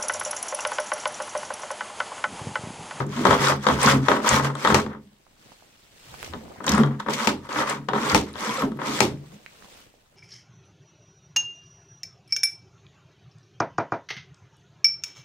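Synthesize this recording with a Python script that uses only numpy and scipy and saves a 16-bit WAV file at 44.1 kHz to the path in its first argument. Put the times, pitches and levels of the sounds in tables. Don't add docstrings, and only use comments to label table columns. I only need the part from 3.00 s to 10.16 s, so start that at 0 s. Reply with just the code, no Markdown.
import sys
import numpy as np
from scipy import signal
from scipy.fft import rfft, irfft, next_fast_len
from scipy.io import wavfile
from scipy.ndimage import uniform_filter1d

SR = 44100
rng = np.random.default_rng(int(sys.argv[2]) if len(sys.argv) > 2 else 0)


def boost(x):
    u = np.asarray(x, float) / 20
    return 10 ** u


def generate_wav(signal):
    frames = np.transpose(np.atleast_2d(signal))
    scaled = np.clip(frames, -1, 1) * 32767
    pcm = np.round(scaled).astype(np.int16)
    wavfile.write(sys.argv[1], SR, pcm)


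N = 315756

# (time at strength [s], hold [s], swell over the hold [dB], scrape [dB], seal hiss [dB])
PUSHES = [(0.134, 0.38, 6, -33.5, -40), (0.423, 0.068, 4, -21.5, -27.5), (0.62, 0.018, 10.5, -41, -46.5),
          (0.822, 0.089, 3.5, -18.5, -24), (1.06, 0.031, -8, -30.5, -36.5), (1.275, 0.09, 1, -18, -24.5),
          (1.427, 0.019, 11.5, -33.5, -40.5), (1.59, 0.12, 12, -34, -41), (1.925, 0.03, -9, -40, -76),
          (3.62, 0.027, 20.5, -54, -67), (3.74, 0.21, -22, -27, -58), (4.19, 0.068, 1, -30, -32),
          (4.445, 0.0098, 3.5, -45, -55.5), (4.69, 0.034, -2.5, -23, -32.5), (5.011, 0.11, 6.5, -30, -35),
          (5.29, 0.016, -7, -40.5, -46.5), (5.4, 0.21, 0, -29, -34.5), (5.865, 0.12, 5, -34, -34)]
# (time [s], hold [s], swell over the hold [dB], scrape [dB], seal hiss [dB])
JERKS = [(0.0, 0.009, -9, -25.5, -33.5), (0.255, 0.084, 1.5, -22.5, -31.5),
         (0.668, 0.074, -1.5, -26.5, -32), (1.088, 0.083, -6.5, -21, -31), (1.65, 0.027, -14.5, -15, -34.5),
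         (1.746, 0.079, -20, -15.5, -20.5), (3.67, 0.13, -4.5, -24, -33), (4.0, 0.0087, -12, -27, -37),
         (4.067, 0.069, 2, -32, -69), (4.098, .035, -2, -45, -32.5), (4.135, .012, -9, -34, -23.5),
         (4.276, 0.011, -7, -19.5, -20.5), (4.492, 0.12, 14.5, -34.5, -44.5), (4.889, 0.015, -10, -27, -48),
         (4.935, 0.049, 3.5, -29, -44), (5.15, 0.069, -19, -23.5, -19.5), (5.795, 0.067, 6, -34, -65.5),
         (6.008, 0.026, 2, -30.5, -26.5)]
LEAN_IN_DB_PER_S, BREAK_DB_PER_S = (305.5, 357.5), 3002
LET_GO_DB_PER_S = (282, 318.5)
# (time [s], frame thump [dB], tank hum [dB], lid drumming [dB])
JOLTS = [(0.0, -37, -23.5, -32), (0.062, -45, -35.5, -31), (0.205, -62.5, -28.5, -26),
         (0.294, -27.5, -26, -29), (0.416, -50, -27.5, -26), (0.52, -36.5, -29, -35.5),
         (0.682, -48.5, -37, -36), (0.726, -27.5, -29, -25), (0.865, -30, -23.5, -20),
         (0.944, -30, -20, -20), (1.132, -54, -42.5, -39), (1.327, -27, -23, -31), (1.44, -49, -24, -28.5),
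         (1.653, -40, -37.5, -27.5), (1.728, -23.5, -23.5, -20.5), (1.87, -44.5, -45.5, -36.5),
         (3.091, -49.5, -51, -66), (3.3, -40.5, -51, -50), (3.704, -27.5, -25, -21.5),
               (3.789, -43.5, -23.5, -18.5), (3.842, -38.5, -21, -35.5), (4.093, -58, -34, -28.5),
               (4.282, -45, -39.5, -28), (4.369, -40, -40, -44), (4.584, -45.5, -34, -32.5),
               (4.72, -55, -42.5, -34), (4.793, -56.5, -36, -42.5), (4.924, -49.5, -35.5, -30.5),
               (5.06, -60, -33, -29.5), (5.14, -24.5, -32.5, -19), (5.35, -47.5, -50.5, -40.5),
               (5.424, -63.5, -57, -34.5), (5.491, -69, -41, -31.5), (5.639, -47, -29.5, -23),
               (5.765, -66, -35, -37.5), (5.896, -64, -36.5, -23), (6.027, -34, -23, -25),
               (6.122, -43, -28.5, -36.5), (6.201, -61, -38, -50)]
JOLT_HOLD_S = 0.017
JOLT_GROWS_DB_PER_S = (900.5, 451.5, 495)
JOLT_DIES_DB_PER_S = (200.5, 148.5, 182)
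CREEP_DB, CREEP_DIES_DB_PER_S = -30, 64.5

# (time [s], peak level [dB], crack level [dB])
KNOCKS = [(0.003, -15.5, -35.5), (0.175, -26, -28), (0.252, -2.5, -19.5), (0.268, -8.5, -13.5),
          (0.3082, -5.5, -14.5), (0.328, -9.5, -14), (0.29, -21, -23), (0.348, -15, -22),
          (0.52, -14, -19.5), (0.6665, -4, -17.5), (0.686, -8, -13.5), (0.6985, -11.5, -24),
          (0.875, -14, -20), (0.92, -17.5, -22), (0.93, -16.5, -23.5), (1.0835, -4.5, -15.5),
          (1.1155, -6.5, -18), (1.166, -16.5, -17), (1.2, -22, -36.5), (1.213, -33.5, -35),
          (1.2445, -17.5, -22.5), (1.311, -14.5, -14.5), (1.338, -20.5, -20.5), (1.396, -12.5, -21.5),
          (0.472, -12.5, -26.5), (0.495, -16.5, -18.5), (1.365, -14, -28), (1.451, -20, -24),
          (1.5, -21.5, -21.5), (1.552, -23.5, -12), (1.787, -17.5, -23), (1.648, -7.5, -13),
          (1.6725, -8, -12), (1.702, -8.5, -22), (1.723, -10.5, -16), (1.863, -23, -19),
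          (1.948, -33.5, -25),
          (3.326, -36, -25), (3.335, -25.5, -10.5), (3.604, -27, -34.5), (3.641, -28, -9),
                (3.6658, -20.5, -22), (3.679, -27.5, 10), (3.741, -23.5, -37), (3.773, -19, -37),
                (3.7778, -10, -20), (3.797, -18, -17), (3.834, -14.5, -14.5), (3.85, -48, -12),
                (3.871, -25, -25), (3.909, -31.5, -25), (3.946, -37, -32), (3.343, -31.5, -22),
                (3.352, -40, -27), (3.999, -34, -1), (4.062, -22, -25), (4.085, -13.5, -19),
                (4.49, -26, -15), (4.587, -17.5, -8), (4.617, -29, -16), (4.886, -15.5, -12.5),
                (4.933, -13, -18.5), (4.951, -19.5, -15), (4.96, -17.5, -17), (5.023, -28.5, -33),
                (5.037, -21, -18), (5.054, -46.5, -20), (5.131, -33, -23.5), (5.4927, -28.5, -1),
                (5.62, -17, -15.5), (5.771, -39, -17.5), (5.8585, -25, -14), (5.355, -28, -10.5),
                (5.637, -21, -32), (5.718, -32, -15.5), (5.789, -25.5, -31.5), (5.816, -19, -18)]
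# (time [s], peak level [dB], crack level [dB])
SLAMS = [
    (1.745, -4.5, -1),
    (4.273, -5.5, -3.5),
    (5.147, -2.5, -2),
    (6.005, -3.5, 1.5),
]
LID_DB, LID_FOLLOWS = -23, 0.71

# (time [s], length [s], level [dB], start pitch [Hz], end pitch [Hz])
GURGLES = [(0.16, 0.045, -21.5, 223, 247), (0.21, 0.045, -22, 248, 200), (0.85, .04, -20, 225, 210),
           (0.87, 0.073, -21, 540, 550), (1.323, 0.04, -21, 220, 208), (1.852, .04, -29.5, 221, 227),
           (3.682, .03, -22.5, 285, 250), (3.733, 0.028, -16, 184, 220), (3.7794, 0.052, -13.5, 232.5, 230),
           (3.79, 0.041, -23, 379, 330), (4.203, .045, -30.5, 230, 226), (4.273, 0.017, -21.5, 247, 231),
           (4.295, 0.044, -24.5, 294, 244), (5.015, .03, -24, 227, 213), (5.47, 0.042, -26.5, 220, 208),
           (5.46, 0.11, -27, 930, 1100), (5.58, 0.035, -24, 1300, 1220), (5.615, 0.035, -24, 1150, 980),
           (5.576, 0.06, -26, 570, 420), (5.628, .035, -20, 303, 240), (5.628, 0.053, -39, 350, 417),
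           (5.705, 0.035, -27.5, 212, 209), (5.885, 0.026, -29, 230, 240), (6.024, 0.038, -19.5, 406, 307),
           (4.917, 0.068, -21, 410, 404), (1.095, .045, -23, 412, 399), (0.262, 0.038, -19, 228, 260),
           (0.27, 0.044, -23, 404, 400), (4.555, .06, -30, 291, 320), (3.7, 0.053, -26.5, 910, 1000),
           (4.77, .05, -37.5, 290, 280), (6.328, .05, -45, 204, 204), (0.93, .06, -21.5, 280, 250),
           (0.99, .06, -29.5, 270, 265), (0.066, .06, -27.5, 230, 206)]
# (time [s], peak level [dB], centre [Hz])
SPITS = [(0.47, -14.5, 3900), (0.45, -16.5, 5700), (0.815, -15.5, 6000), (0.83, -12, 8500),
         (0.86, -10.5, 5600), (0.804, -25, 5500), (0.653, -30.5, 6000), (1.29, -6, 6950),
         (1.551, -31, 8200), (3.244, -29, 5600), (3.665, -16, 6500), (3.6652, -32, 13000),
         (3.692, -9, 6040), (3.7183, -11.5, 5350), (4.136, -17, 5100), (4.6963, -16.5, 7900),
         (3.78, -25.5, 8660), (3.693, -25, 13000), (3.719, -26.5, 11500), (4.2, -29.5, 17000),
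         (3.641, -32.5, 7500), (0.2515, -20.5, 7000), (0.305, -24.5, 6500), (0.667, -16, 3950),
         (1.084, -17.5, 3500), (4.593, -25, 5800), (4.527, -26, 5000), (4.8865, -24, 3350),
         (3.679, -15.5, 3200), (0.565, -42, 13800), (4.455, -45, 9000), (5.771, -48, 12000),
         (0.065, -39, 7500), (0.0917, -40.5, 6100), (0.6265, -34.5, 6000), (3.736, -22, 5200),
         (3.749, -22, 7430), (3.861, -41, 7000), (5.091, -31, 7300), (5.097, -15, 4800), (5.33, -40, 9200),
         (5.3375, -34, 3900), (5.395, -36, 11000), (5.542, -35, 10900), (5.619, -30.5, 12300),
         (5.716, -49, 8600), (0.27, -34, 11500)]
# (time [s], length [s], level [dB], start pitch [Hz], end pitch [Hz])
SQUEAKS = [
    (0.603, 0.03, -41, 3500, 3080),
]
# (time [s], peak level [dB], centre [Hz], life [cycles], left-right [dB])
TICKS = [(2.267, -42.5, 926, 2.2, -10.5), (2.519, -40, 885, 3.3, -8.5), (2.624, -42, 750, 3, -6),
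         (3.142, -31, 1000, 1.9, -20), (3.2627, -26, 2500, 1.8, -14), (3.2467, -34, 2500, 3.9, -17),
         (3.278, -31, 600, 2.2, -10), (3.385, -48, 6000, 3, -5), (3.481, -41.5, 900, 4.1, -8),
         (3.517, -53, 1200, 4, 0), (3.56, -42, 804, 5.2, 1), (6.624, -40, 1390, 2.4, -19),
         (6.645, -44, 1000, 4, -3), (6.655, -42, 900, 2.8, -5), (6.685, -44, 610, 2.2, -9),
         (6.805, -45, 11000, 4.3, -1), (2.059, -65, 201.5, 28, -3), (3.2293, -17, 1685, 1.4, -18),
         (3.3358, -29, 2310, 3, -4.5), (6.4624, -29.5, 2100, 4, -8), (6.463, -45, 4300, 6, -7),
         (6.173, -48, 2000, 4, -5), (6.94, -50.5, 600, 3.8, -3)]
# (time [s], hold [s], swell over the hold [dB], dull rub [dB], bright rustle [dB])
SLEEVE = [(2.03, 0.306, 1.5, -65, -61.5), (2.426, 0.12, 0.5, -55, -52.5), (2.6, 0.29, 1.5, -65.5, -56),
          (2.943, 0.31, 14, -57.5, -53), (3.37, 0.24, -1, -44, -51), (3.8, 2.7, -5, -61, -57.5),
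          (6.22, 0.12, 8.5, -58, -59), (6.425, 0.15, 4, -58, -55.5), (6.64, 0.04, -5, -52, -49),
          (6.72, 0.086, 0, -55.5, -48), (6.9, 0.48, -1, -61.5, -62)]
ARM_STARTS_DB_PER_S, ARM_STOPS_DB_PER_S = 120.5, 121.5

# (centre [Hz], width [Hz], level [dB])
FRAME = [(55, 41, -18.5), (76.3, 8.5, 11), (96, 21, 4.5)]
# (centre [Hz], width [Hz], level [dB])
TANK = [(139.6, 6, -1), (144, 37, -18)]
# (centre [Hz], width [Hz], level [dB])
LID = [(212.4, 14.6, 1), (259.7, 16, -2.5), (289.6, 37, -3), (324.2, 44, -5.5), (410, 29, -5)]
# (centre [Hz], width [Hz], level [dB])
BARREL = [(515.5, 105, -2.5), (654, 25, -4.5), (716, 49, -7.5), (818, 52, -2), (926, 81, 2.5),
          (1123, 123, 3), (1281, 96, 2.5), (1402, 64, 1.5), (1516, 160, -1.5), (1920, 390, 2),
          (2060, 574, 0), (2810, 2100, -15.5)]
# (centre [Hz], width [Hz], level [dB])
VALVE = [(3184, 300, 13), (3446, 200, 14), (3750, 100, 13.5), (4300, 280, 7), (5130, 620, 2),
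         (7000, 920, 2.5), (10500, 4000, -28.5)]
# (centre [Hz], width [Hz], level [dB])
STOP = [(480, 120, -4.5), (900, 120, 6.5), (1000, 520, -1.5), (1260, 140, 2.5), (1920, 260, -4.5),
        (2297, 140, 3.5), (2680, 560, -2)]

# (frequency [Hz], level per Hz [dB])
SEAL = [(1290, -27.5), (2200, -2.5), (2600, -10), (3320, -5.5), (3990, -9.5), (6020, -9.5), (6550, -11.5),
        (8210, -14.5), (10200, -22.5), (12600, -25), (14900, -26.5), (16300, -37.5)]
# (frequency [Hz], level per Hz [dB])
CRACK = [(1410, -37.5), (2400, -35), (4180, -8), (4670, -7.5), (7150, -6), (10400, -18.5), (13900, -24),
         (16300, -46)]
# (frequency [Hz], level per Hz [dB])
RUB = [(35, -27.5), (60, -5), (135, 0), (232, -2.5), (453, -3), (500, -4), (545, -4), (1800, -15),
       (2340, -19), (3960, -120)]
# (frequency [Hz], level per Hz [dB])
RUSTLE = [(880, -6), (1500, -6), (2790, -4), (3210, -5), (6990, -10), (8200, -10), (10400, -17.5),
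          (15100, -16), (16300, -17)]
# (frequency [Hz], level per Hz [dB])
STILL = [(12, -44), (20, 3.5), (53, -8), (184, -9.5), (403, -21), (476, -14), (961, -19), (1140, -26.5),
         (4370, -37), (14600, -30.5), (16300, -27)]

# (frequency [Hz], likeness [-1 to 1])
ALIKE = [(40, .85), (80, 0.96), (150, 1), (300, 0.97), (640, 0.7), (1400, 0.45), (3000, 0.086),
         (15000, 0.033)]
# (frequency [Hz], likeness [-1 to 1])
ALIKE_FAR = [(60, 0.88), (240, 0.63), (950, -0.01), (3770, 0.034), (15000, -0.34)]
# (frequency [Hz], left-right [dB])
LEAN = [(30, 5.5), (60, -2.5), (125, 2.5), (250, -0.6), (600, -4), (1200, 1), (4000, 2), (9000, 3),
        (14000, 1)]
# (frequency [Hz], time to fall 60 dB [s])
ROOM = [(100, 0.51), (500, 0.28), (1500, 0.13), (4000, 0.25), (12000, 0.13)]


def unit(x):
    return x / np.sqrt(np.mean(np.abs(x) ** 2) + 1e-20)


def along(points, hz):
    f, v = np.transpose(points)
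    return np.interp(np.log(hz + 1), np.log(f + 1), v)


def gains(moves, grow_db, die_db):
    t = np.arange(N) / SR
    power = 0
    for start, hold, swell_db, *levels_db in moves:
        swell = swell_db * np.clip((t - start) / max(hold, 1 / SR), 0, 1)
        held_db = swell - np.outer(grow_db, np.maximum(start - t, 0))
        after = np.maximum(t - start - hold, 0)
        dying = boost(-2 * np.outer(die_db, after))
        creeping = boost(2 * (CREEP_DB - CREEP_DIES_DB_PER_S * after))
        power = power + boost(2 * (np.array(levels_db)[:, None] + held_db)) * (dying + creeping)
    return np.sqrt(power)


def wobble(rate):
    points = rng.standard_normal(int(N * rate / SR) + 2)
    return np.interp(np.arange(N) * rate / SR, np.arange(len(points)), points)


def filtered(x, response):
    m = next_fast_len(N + SR // 2)
    return irfft(rfft(x, m) * response(np.fft.rfftfreq(m, 1 / SR)), m)[..., :N]


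def body(modes):
    def response(f):
        total = 0
        for k, (centre, width, db) in enumerate(modes):
            mode = 1j * f * width / (centre * centre - f * f + 1j * f * width)
            total = total + (-1) ** k * boost(db) * mode
        return unit(total)
    return response


def softened(response, hz):
    return lambda f: response(f) / (1 + 1.2j * f / hz - (f / hz) ** 2)


def colour(spectrum):
    return lambda f: unit(boost(along(spectrum, f)))


def steady(modes, even_s):
    ring = filtered(rng.standard_normal((2, N)), body(modes))
    return ring / np.sqrt(np.abs(uniform_filter1d(ring ** 2, size=round(even_s * SR))) + 0.11)


def friction(judder_db, rate, patchy_db):
    z = signal.stft(rng.standard_normal((2, N)), nperseg=256)[2]
    field = uniform_filter1d(rng.standard_normal(z.shape[1:]), size=5, axis=0)
    field = uniform_filter1d(field, size=8, axis=1)
    pair = signal.istft(z * boost(patchy_db * unit(field)), nperseg=256)[1][:, :N]
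    starts = (rng.random(N) < rate / SR) * boost(judder_db * rng.standard_normal(N))
    slips = signal.lfilter([1], [1, -np.exp(-rate / SR)], starts)
    return unit((1.7 + slips) * pair)


def bursts(times, levels_db, t60, blow=7.36):
    out, t = np.zeros((2, N + SR)), np.arange(SR // 16) / SR
    for s, db in zip(times, levels_db):
        burst = rng.standard_normal((2, len(t))) + blow * boost(-60 * t / 0.0011)
        out[:, round(s * SR):][:, :len(t)] += boost(db - 60 * t / t60) * burst
    return out[:, :N]


def glide(length, from_hz, to_hz):
    u = np.arange(round(length * SR)) / (length * SR)
    return u, 2 * np.pi * length * (from_hz * u + (to_hz - from_hz) * u ** 2 / 2)


def strokes():
    jolts = [(s, JOLT_HOLD_S, 0, *db) for s, *db in JOLTS]
    thump, hum, drum = gains(jolts, JOLT_GROWS_DB_PER_S, JOLT_DIES_DB_PER_S)
    pushing = gains(PUSHES, LEAN_IN_DB_PER_S, LET_GO_DB_PER_S)
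    jerking = gains(JERKS, BREAK_DB_PER_S, LET_GO_DB_PER_S)
    scrape, hiss = np.hypot(pushing, jerking)
    low = thump * steady(FRAME, even_s=0.027) + hum * steady(TANK, even_s=0.012)
    low = low + drum * boost(2.1 * wobble(60)) * steady(LID, even_s=0.027)
    mid = filtered(scrape * friction(judder_db=3, rate=300, patchy_db=1.7), body(BARREL))
    high = filtered(hiss * friction(judder_db=2, rate=900, patchy_db=1.6), colour(SEAL))
    return boost(0.5) * low + boost(2.0) * mid + boost(2.0) * high


def contacts(events, ring, crack, ring_t60, crack_t60, crack_gain_db, snap):
    s, db, crack_db = np.transpose(events)
    drum = filtered(bursts(s, LID_DB + LID_FOLLOWS * db, 0.0052), body(LID))
    top = filtered(bursts(s, db + crack_db + crack_gain_db, crack_t60, snap), crack)
    return filtered(bursts(s, db - 10.0, ring_t60), ring) + drum + top


def knocks():
    return contacts(KNOCKS, softened(body(BARREL), hz=2200), softened(body(VALVE), hz=5000),
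                    ring_t60=0.015, crack_t60=0.026, crack_gain_db=2.0, snap=4.0)


def slams():
    return contacts(SLAMS, body(STOP), colour(CRACK),
                    ring_t60=0.012, crack_t60=0.018, crack_gain_db=-7.0, snap=7.0)


def gurgles():
    out = np.zeros((2, N))
    for s, length, db, from_hz, to_hz in GURGLES:
        u, phase = glide(length, from_hz, to_hz)
        noise = rng.standard_normal((2, SR // 4))
        flutter = uniform_filter1d(noise, size=round(6 * SR / from_hz))[:, :len(u)]
        flutter = np.array([[1], [0]]) + unit(flutter) * np.minimum(from_hz / 1000, 1)
        swell = np.sqrt(np.sin(np.pi * u))
        out[:, round(s * SR):][:, :len(u)] += boost(db) * swell * unit(flutter) * np.sin(phase)
    return out


def spits():
    out, t = np.zeros((2, N + SR)), np.arange(SR // 30) / SR
    for s, db, hz in SPITS:
        flutter = uniform_filter1d(rng.standard_normal((2, len(t))), size=10)
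        flutter = uniform_filter1d(flutter, size=10)
        jet = unit(0.5 + unit(flutter))
        shape = boost(db + 8.5 - 60 * t / 0.014) * (1 - np.exp(-t / 0.0012))
        out[:, round(s * SR):][:, :len(t)] += np.sin(2 * np.pi * hz * t) * shape * jet
    return out[:, :N]


def squeaks():
    out = np.zeros((2, N))
    for s, length, db, from_hz, to_hz in SQUEAKS:
        u, phase = glide(length, from_hz, to_hz)
        out[0, round(s * SR):][:len(u)] += boost(db) * np.sin(np.pi * u) * np.sin(phase)
    return out


def ticks():
    out, t = np.zeros((2, N + SR)), np.arange(SR // 6) / SR
    for s, db, hz, cycles, pan_db in TICKS:
        fading = (1 - np.exp(-hz * t)) * boost(-60 * t * hz / max(cycles, 1))
        ring = 2 * np.sin(2 * np.pi * hz * t) * fading
        grit = 0.029 * rng.standard_normal((2, len(t))) * boost(-60 * t / 0.0023)
        sides_db = np.array([[pan_db / 2], [-pan_db / 2]])
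        out[:, round(s * SR):][:, :len(t)] += boost(db + 15.5 + sides_db) * (ring + grit)
    return out[:, :N]


def spread(pair, alike):
    def mid_side(hz):
        turn = np.arccos(np.clip(along(alike, hz), -1, 1)) / 2
        return np.array([np.cos(turn), np.sin(turn)])
    mid, side = filtered(pair, mid_side)
    return np.array([mid + side, mid - side])


def placed(pair):
    def sides(hz):
        delay = np.exp(-2j * np.pi * np.outer([0, 9e-5], hz))
        return boost(np.outer([0.5, -0.5], along(LEAN, hz))) * delay
    return filtered(spread(pair, ALIKE), sides)


def room(x):
    out, step = np.zeros((2, N + SR)), SR // 3
    for start in range(0, N, step):
        hz, t, z = signal.stft(rng.standard_normal((2, SR // 2)), SR, nperseg=256)
        tail = signal.istft(z * boost(-60 * t / along(ROOM, hz)[:, None]), SR, nperseg=256)[1]
        wet = signal.fftconvolve(x[:, start:start + step], tail / np.linalg.norm(tail[0]), axes=1)
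        late = start + 130
        out[:, late:late + wet.shape[1]] += wet
    walls = [(250, 0.5), (700, 0), (3000, -3.5), (12000, -13.5)]  # (frequency [Hz], level [dB])
    return filtered(out[:, :N], lambda hz: boost(along(walls, hz)))


def surroundings():
    rub, rustle = gains(SLEEVE, ARM_STARTS_DB_PER_S, ARM_STOPS_DB_PER_S)
    dull = filtered(rub * friction(judder_db=-0.5, rate=370, patchy_db=4.0), colour(RUB))
    bright = filtered(rustle * friction(judder_db=0.3, rate=2500, patchy_db=1.4), colour(RUSTLE))
    tone = boost(-64) * filtered(rng.standard_normal((2, N)), colour(STILL))
    return spread(boost(-0.5) * dull + boost(0.5) * bright + tone, ALIKE_FAR)


def scene():
    hits = knocks() + slams() + spits()
    slide = strokes() + gurgles() + squeaks()
    small = ticks()
    echo = room(boost(-2.0) * hits + boost(-11.0) * slide + boost(-3) * small)
    return placed(hits + slide + echo) + small + surroundings()


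def band_limit(x):
    return signal.sosfilt(signal.butter(12, 16490, fs=SR, output="sos"), x)


def record(dry):
    heard = filtered(dry, lambda hz: boost(along([(25, -3), (50, -2.5), (15300, -3.0)], hz)))
    rounded = heard / (1 + np.abs(heard / 0.97) ** 6) ** (1 / 6)
    top_end = [(15800, -0.5), (16050, -36.5), (16500, -50.5)]  # (frequency [Hz], level [dB])
    mix = filtered(rounded, lambda hz: boost(along(top_end, hz)))
    return band_limit(mix)


dry = scene()
out = record(dry)
generate_wav(out)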